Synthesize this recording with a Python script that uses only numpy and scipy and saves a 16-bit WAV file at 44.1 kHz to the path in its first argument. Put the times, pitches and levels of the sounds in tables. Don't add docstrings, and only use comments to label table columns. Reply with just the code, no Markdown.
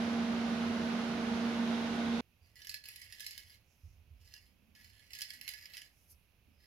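import sys
import numpy as np
from scipy import signal
from scipy.fft import rfft, irfft, next_fast_len
from scipy.io import wavfile
from scipy.ndimage import map_coordinates

SR = 44100
rng = np.random.default_rng(int(sys.argv[2]) if len(sys.argv) > 2 else 0)


def to_wav(sig):
    pcm = np.clip(np.atleast_2d(sig), -1, 1) * 32767
    pcm = np.round(pcm).astype(np.int16)
    wavfile.write(sys.argv[1], SR, pcm.T)


N = 293706
TIME_S = np.arange(N) / SR
CUT_S, TOP_HZ = 2.2083, 15900

# t/s, level/dB
HEARD_TONE_LEVEL = [(0.0, -35), (0.35, -34), (1.17, -38), (1.38, -35.5), (1.66, -33.5), (1.9, -38),
                    (2.1, -33.5)]
# harmonic number, level/dB
BLADE_OVERTONES = [(2, -17.5), (3, -25.5), (5, -28.5), (7, -31.5), (9, -33), (12, -33)]
# f/Hz, width/Hz, level/dB
FAN_NOISE_MODES = [(63, 25, -6), (91.7, 6.9, 3.5), (178.3, 19.3, 4.5), (207, 13, 9), (249, 44, 2),
                   (270.3, 8.1, 1), (304, 11, -2), (380, 34, -6.5), (377, 23, 0.5), (647, 42, -2),
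                   (800, 44, -4), (910, 28, -4), (1052, 82, -7), (1187, 12, -16), (1287, 96, -8),
                   (1472, 93, -3.5)]
# f/Hz, level/dB
AIR_SPECTRUM = [(150, -39), (300, -23), (500, -1), (700, -1.5), (1100, -7.5), (2000, -6.5), (3000, -9),
                (4000, -11.5), (6200, -19), (8200, -32.5), (9800, -29), (11200, -30), (12500, -40),
                (16000, -52)]
# t/s, share open
JET_OPENING = [(1.3, 0), (1.7, 1)]
# f/Hz, left-right coherence
FAN_COHERENCE = [(60, 0.93), (130, 0.97), (290, 0.99), (640, 0.66), (1410, 0.14), (3100, 0.18),
                 (6820, 0.01), (15000, -0.13)]
# f/Hz, balance/dB
WELDER_PAN = [(60, -3), (150, -3), (380, -4), (950, -2.5), (2380, -4.0), (5980, -4.5), (15000, -4)]
# f/Hz, level/dB
ROOM_SPECTRUM = [(150, -1), (240, -6), (350, -10), (600, -11.5), (1200, -16.5), (1900, -17.5), (2550, -10),
                 (3600, -19.5), (6200, -21.5), (8200, -35), (11000, -19), (16000, -24)]
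# f/Hz, left-right coherence
ROOM_COHERENCE = [(100, .95), (500, .6), (2000, .3), (12000, .3)]
# f/Hz, balance/dB
ROOM_PAN = [(200, -6.5), (1000, -3), (2500, -11), (5000, -6), (11000, -2)]
# f/Hz, level/dB
BENCH_SPECTRUM = [(12, -38), (20, -31.5), (47, -1.5), (69, 1.5), (106, -2.5), (140, -19), (173, -17),
                  (220, -31), (290, -38), (480, -120)]
# t/s, level/dB
BENCH_BUMPS = [(2.41, -61), (3.04, -61), (3.44, -61.5), (3.834, -46.5), (4.103, -51), (4.84, -58.5),
               (5.1, -64), (5.59, -66), (6.119, -62), (6.47, -62)]
# t/s, length/s, scrape level/dB, dullness/dB
WRENCH_PUSHES = [(2.41, 0.25, -85, -1), (2.555, 0.17, -70, 0.5), (2.837, 0.27, -67, 1),
                 (3.113, 0.41, -66, -0.5), (4.194, 0.28, -79, -4), (4.746, 0.32, -70, 2.5),
                 (5.097, 0.27, -64.5, 3), (5.42, 0.42, -64, 4), (6.588, 0.07, -79.5, -1)]
# t/s, level/dB
CHIP_BREAKS = [(2.5563, -47), (2.6188, -41), (2.6474, -41), (2.6703, -33.5), (2.6939, -29.5), (2.7144, -43),
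               (2.7419, -29), (2.839, -40), (2.8557, -40), (2.8865, -34.5), (2.9374, -44.5),
               (2.9596, -37.5), (3.016, -35.5), (3.124, -37), (3.1835, -42.5), (3.1961, -36.5),
               (3.2047, -32), (3.2444, -36), (3.2644, -28), (3.3084, -33), (3.3775, -33), (4.3385, -42.5),
               (4.3633, -50), (4.751, -49.5), (4.8444, -46), (5.1056, -47.5), (5.1333, -34),
               (5.1508, -36.5), (5.1874, -33), (5.2078, -33), (5.218, -26), (5.3044, -35.5), (5.3365, -41),
               (5.4123, -36.5), (5.4785, -31), (5.4891, -31.5), (5.5364, -36), (5.656, -41.5), (5.736, -40),
               (5.7469, -42.5), (5.769, -37.5), (5.778, -39.5), (5.818, -42.5)]
# f/Hz, width/Hz, level/dB
STEEL_MODES = [(1709, 58, 1), (1948, 143, 0), (2177, 167, -1), (2610, 225, -4), (2840, 230, -8.5),
               (2995, 250, -2.5), (3300, 150, -5.5), (3630, 340, -8), (4255, 380, -1), (4904, 136, 4),
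               (5070, 286, -2), (5440, 410, -6.5), (5880, 180, -5), (6590, 700, -9.5), (7540, 890, -15.5),
               (8260, 270, -14.5), (9440, 660, -14.5), (10080, 330, -8), (11250, 1450, -9.5),
               (12500, 1060, -9)]
# f/Hz, level/dB
CRACK_SPECTRUM = [(200, -47), (650, -24), (1000, -30.5), (1400, -23), (1700, -11.5), (2900, -15),
                  (4500, -40), (7000, -16.5), (8800, -32), (10500, -14), (12500, -22), (14000, -19),
                  (16000, -18.5)]
# f/Hz, T60/s
WORKSHOP_T60 = [(300, 0.17), (2000, 0.25), (6000, 0.25), (14000, 0.18)]
# peak t/s, 1/e half-width/s, level/dB, f/Hz
THREAD_SQUEAKS = [(2.46, 0.044, -78, 4740), (4.25, 0.064, -81, 5140), (4.365, 0.035, -64.5, 2770),
                  (4.37, 0.042, -68, 5130), (6.65, 0.084, -76, 5100)]
# f/Hz, balance/dB
TOOL_PAN = [(500, -2), (2000, -6), (5000, -6.5), (11000, -2)]
# peak t/s, 1/e half-width/s, level/dB, f/Hz
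GLOVE_BRUSHES = [(3.72, 0.053, -79.5, 6030), (3.82, 0.16, -82.5, 11500), (3.882, 0.094, -80.5, 5640),
                 (4.67, 0.2, -73.5, 213), (5.395, 0.052, -75, 252), (6.0, 0.08, -81, 5840),
                 (6.06, 0.18, -75.5, 11500), (6.114, 0.02, -60.5, 11500), (6.115, 0.028, -70, 5500),
                 (6.503, 0.042, -73, 232)]
# f/Hz, balance/dB
GLOVE_PAN = [(200, -7), (2500, -11), (5500, -10), (10000, 0.5)]


def amp(db):
    return 10 ** (np.asarray(db) / 20)


def unit_rms(x):
    return x / np.sqrt(np.mean(x ** 2) + 1e-20)


def at_hz(points, hz):
    knots_hz, values = np.transpose(points)
    return np.interp(np.log(hz + 1), np.log(knots_hz + 1), values)


def over_time(points):
    return np.interp(TIME_S, *np.transpose(points))


def wobble(knots_per_s):
    knots = rng.standard_normal(int(N * knots_per_s / SR) + 4)
    return map_coordinates(knots, [TIME_S * knots_per_s])


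def filtered(x, gain):
    size = next_fast_len(N + SR // 2, True)
    return irfft(rfft(x, size) * gain(np.fft.rfftfreq(size, 1 / SR)), size)[..., :N]


def panned(x, left_db):
    return x * amp(np.array([[1], [-1]]) * left_db / 2)


def placed(x, balance):
    return filtered(x, lambda hz: panned(0.98, at_hz(balance, hz)))


def resonances(modes, hz, order=1):
    power = 0
    for mode_hz, width_hz, db in modes:
        damping = (hz * width_hz) ** 2
        power += amp(db) ** 2 * (damping / ((mode_hz ** 2 - hz ** 2) ** 2 + damping)) ** order
    return np.sqrt(power)


def rush(gain, coherence):
    def mid_side_gain(hz):
        angle = np.arccos(np.clip(at_hz(coherence, hz), 0, 1)) / 2
        return gain(hz) * np.array([np.cos(angle), np.sin(angle)])
    mid, side = filtered(rng.standard_normal((2, N)), mid_side_gain)
    return unit_rms(np.array([mid + side, mid - side]))


def fan_hum(blade_pass_hz=232.8):
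    heard_db = over_time(HEARD_TONE_LEVEL)
    phase = 2 * np.pi * np.cumsum(blade_pass_hz + 0.27 * wobble(12.2)) / SR
    overtones = sum(amp(db + 0.97 * wobble(9.34)) * np.sin(k * phase + rng.uniform(0, 2 * np.pi))
                    for k, db in BLADE_OVERTONES)
    fundamental = amp(heard_db + 0.8 * wobble(21.93)) * np.sin(phase)
    return np.sqrt(2) * (fundamental + amp(np.mean(heard_db)) * overtones)


def welder():
    def rumble_gain(hz):
        return resonances(FAN_NOISE_MODES, hz) * hz / np.hypot(hz, 60) / np.hypot(1, hz / 2500)
    hum = fan_hum()
    rumble = amp(-41) * rush(rumble_gain, FAN_COHERENCE)
    air = amp(-44 + 0.37 * wobble(10.44)) * rush(lambda hz: amp(at_hz(AIR_SPECTRUM, hz)), FAN_COHERENCE)
    jet = amp(-56.5) * rush(lambda hz: resonances([(3600, 1000, 0)], hz, order=3), FAN_COHERENCE)
    return placed(hum + rumble + air + over_time(JET_OPENING) * jet, WELDER_PAN)


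def room_tone():
    noise = rush(lambda hz: amp(at_hz(ROOM_SPECTRUM, hz)), ROOM_COHERENCE)
    return placed(amp(-73.5) * noise, ROOM_PAN)


def bench(thud_hz=80, rise_s=0.015, shudder_db=-11, shudder_s=0.26):
    thuds = np.zeros(N)
    rumble_gain = amp(-73.5 + 2 * wobble(6.2))
    for bump_s, db in BENCH_BUMPS:
        t = np.maximum(TIME_S - bump_s, 0)
        thuds += amp(db) * t / rise_s * np.exp(1 - t / rise_s) * np.sin(2 * np.pi * thud_hz * t)
        shudder = amp(db + shudder_db) * (1 - np.exp(-t / rise_s)) * np.exp(-t / shudder_s)
        rumble_gain = np.hypot(rumble_gain, shudder)
    rumble = rumble_gain * rush(lambda hz: amp(at_hz(BENCH_SPECTRUM, hz)), ROOM_COHERENCE)
    return panned(thuds + rumble, left_db=-6.5)


def scrape_force(slips_per_s=1100, spread_db=4, clump_db=3, split_hz=1950,
                 attack_s=0.013, release_s=0.033, arch_db=2.5, drag_db=-33, drag_s=0.017):
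    sizes = amp(spread_db * np.clip(rng.standard_normal(N), -2, 2) + clump_db * wobble(60))
    slipping = rng.random(N) < slips_per_s / SR
    slips = unit_rms(slipping * rng.choice([-1, 1], N) * sizes)
    lows = filtered(slips, lambda hz: 1 / (1 + (hz / split_hz) ** 6))
    highs = slips - lows
    breaks = np.zeros(N)
    for break_s, db in CHIP_BREAKS:
        breaks[round(break_s * SR)] = amp(db + drag_db)
    drag = signal.lfilter([1], [1, -np.exp(-1 / (drag_s * SR))], breaks)
    force = drag * slips
    for start_s, length_s, db, dull_db in WRENCH_PUSHES:
        t = TIME_S - start_s
        effort = np.clip(t / attack_s, 0, 1) * np.exp(-np.maximum(t - length_s, 0) / release_s)
        arch = np.sin(np.pi * np.clip(t / length_s, 0, 1)) - 0.5
        force += effort * amp(db + arch_db * arch) * (amp(dull_db) * lows + amp(-dull_db / 2) * highs)
    return filtered(force, lambda hz: amp(at_hz([(2000, 2), (4500, -2), (12000, 0)], hz)))


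def friction_swells(rows, half_band_oct):
    sound = np.zeros((2, N))
    for peak_s, half_width_s, db, hz in rows:
        edges_hz = np.clip(hz * 2.0 ** np.array([-half_band_oct, half_band_oct]), 20, SR / 2 - 100)
        bandpass = signal.butter(2, edges_hz, "band", fs=SR, output="sos")
        noise = rng.standard_normal((3, N))
        band = unit_rms(signal.sosfilt(bandpass, noise[:2] + noise[2]))
        sound += amp(db) * np.exp(-((TIME_S - peak_s) / half_width_s) ** 2) * band
    return sound


def chip_force(crumble_db=1, crumble_s=0.0034, body_db=-1.5, treble_db=-0.5, scatter_db=1.5,
               body_db_per_db=-0.2, treble_db_per_db=0.12):
    force = np.zeros(N + SR)
    t = np.arange(2048) / SR
    hz = np.fft.rfftfreq(len(t), 1 / SR)
    mean_db = np.mean(CHIP_BREAKS, axis=0)[1]
    for break_s, db in CHIP_BREAKS:
        crumbs = rng.standard_normal(len(t)) * rng.exponential(size=len(t)) * np.exp(-t / crumble_s)
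        jolt = amp(crumble_db) * crumbs / np.linalg.norm(crumbs)
        jolt[0] += 1
        *_, dull_db = min(WRENCH_PUSHES, key=lambda p: abs(break_s - p[0] - p[1] / 2) - p[1] / 2)
        low_db = body_db + dull_db + body_db_per_db * (db - mean_db)
        high_db = treble_db + treble_db_per_db * (db - mean_db) + scatter_db * rng.standard_normal()
        tilt_db = at_hz([(2800, low_db), (4800, 0), (10000, high_db)], hz)
        crack = irfft(rfft(np.roll(jolt, 16)) * amp(tilt_db))
        force[round(break_s * SR):][:len(t)] += amp(db) * crack
    return force[:N]


def steel_response(size=8192):
    hz = np.fft.rfftfreq(size, 1 / SR)
    gain = np.hypot(resonances(STEEL_MODES, hz, order=2), amp(at_hz(CRACK_SPECTRUM, hz) - 2.5))
    cepstrum = irfft(np.log(np.maximum(gain, 1e-6)))
    cepstrum[1:size // 2] *= 2
    cepstrum[size // 2 + 1:] = 0
    response = irfft(np.exp(rfft(cepstrum)))
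    return response / np.linalg.norm(response)


def workshop(x, near_db=2.5, near_t60_s=0.0076, tail_db=2, block=4096):
    wet = np.zeros((2, N + SR))
    for start in range(0, N, block):
        hz, t, spectra = signal.stft(rng.standard_normal((2, SR // 5)), SR, nperseg=256)
        decay = amp(-60 * t / at_hz(WORKSHOP_T60, hz)[:, None])
        _, tail = signal.istft(spectra * decay, SR, nperseg=256)
        near = rng.standard_normal(tail.shape) * amp(-60 * TIME_S[:tail.shape[1]] / near_t60_s)
        response = sum(amp(db) * part / np.linalg.norm(part, axis=1, keepdims=True)
                       for db, part in [(near_db, near), (tail_db, tail)])
        echo = signal.fftconvolve(x[None, start:start + block], response, axes=1)
        wet[:, start:start + echo.shape[1]] += echo
    return x + wet[:, :N]


def hand_tap():
    force = amp(5.5) * chip_force() + scrape_force()
    ringing = workshop(signal.fftconvolve(force, steel_response())[:N])
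    squeaks = friction_swells(THREAD_SQUEAKS, half_band_oct=0.049)
    return placed(ringing + squeaks, TOOL_PAN)


def gloves():
    return placed(friction_swells(GLOVE_BRUSHES, half_band_oct=0.22), GLOVE_PAN)


def scene():
    before_cut = np.clip((CUT_S - TIME_S) / 0.0003, 0, 1)
    return room_tone() + before_cut * welder() + (1 - before_cut) * (hand_tap() + bench() + gloves())


def record(dry):
    return filtered(dry, lambda hz: hz < TOP_HZ)


dry = scene()
out = record(dry)
to_wav(out)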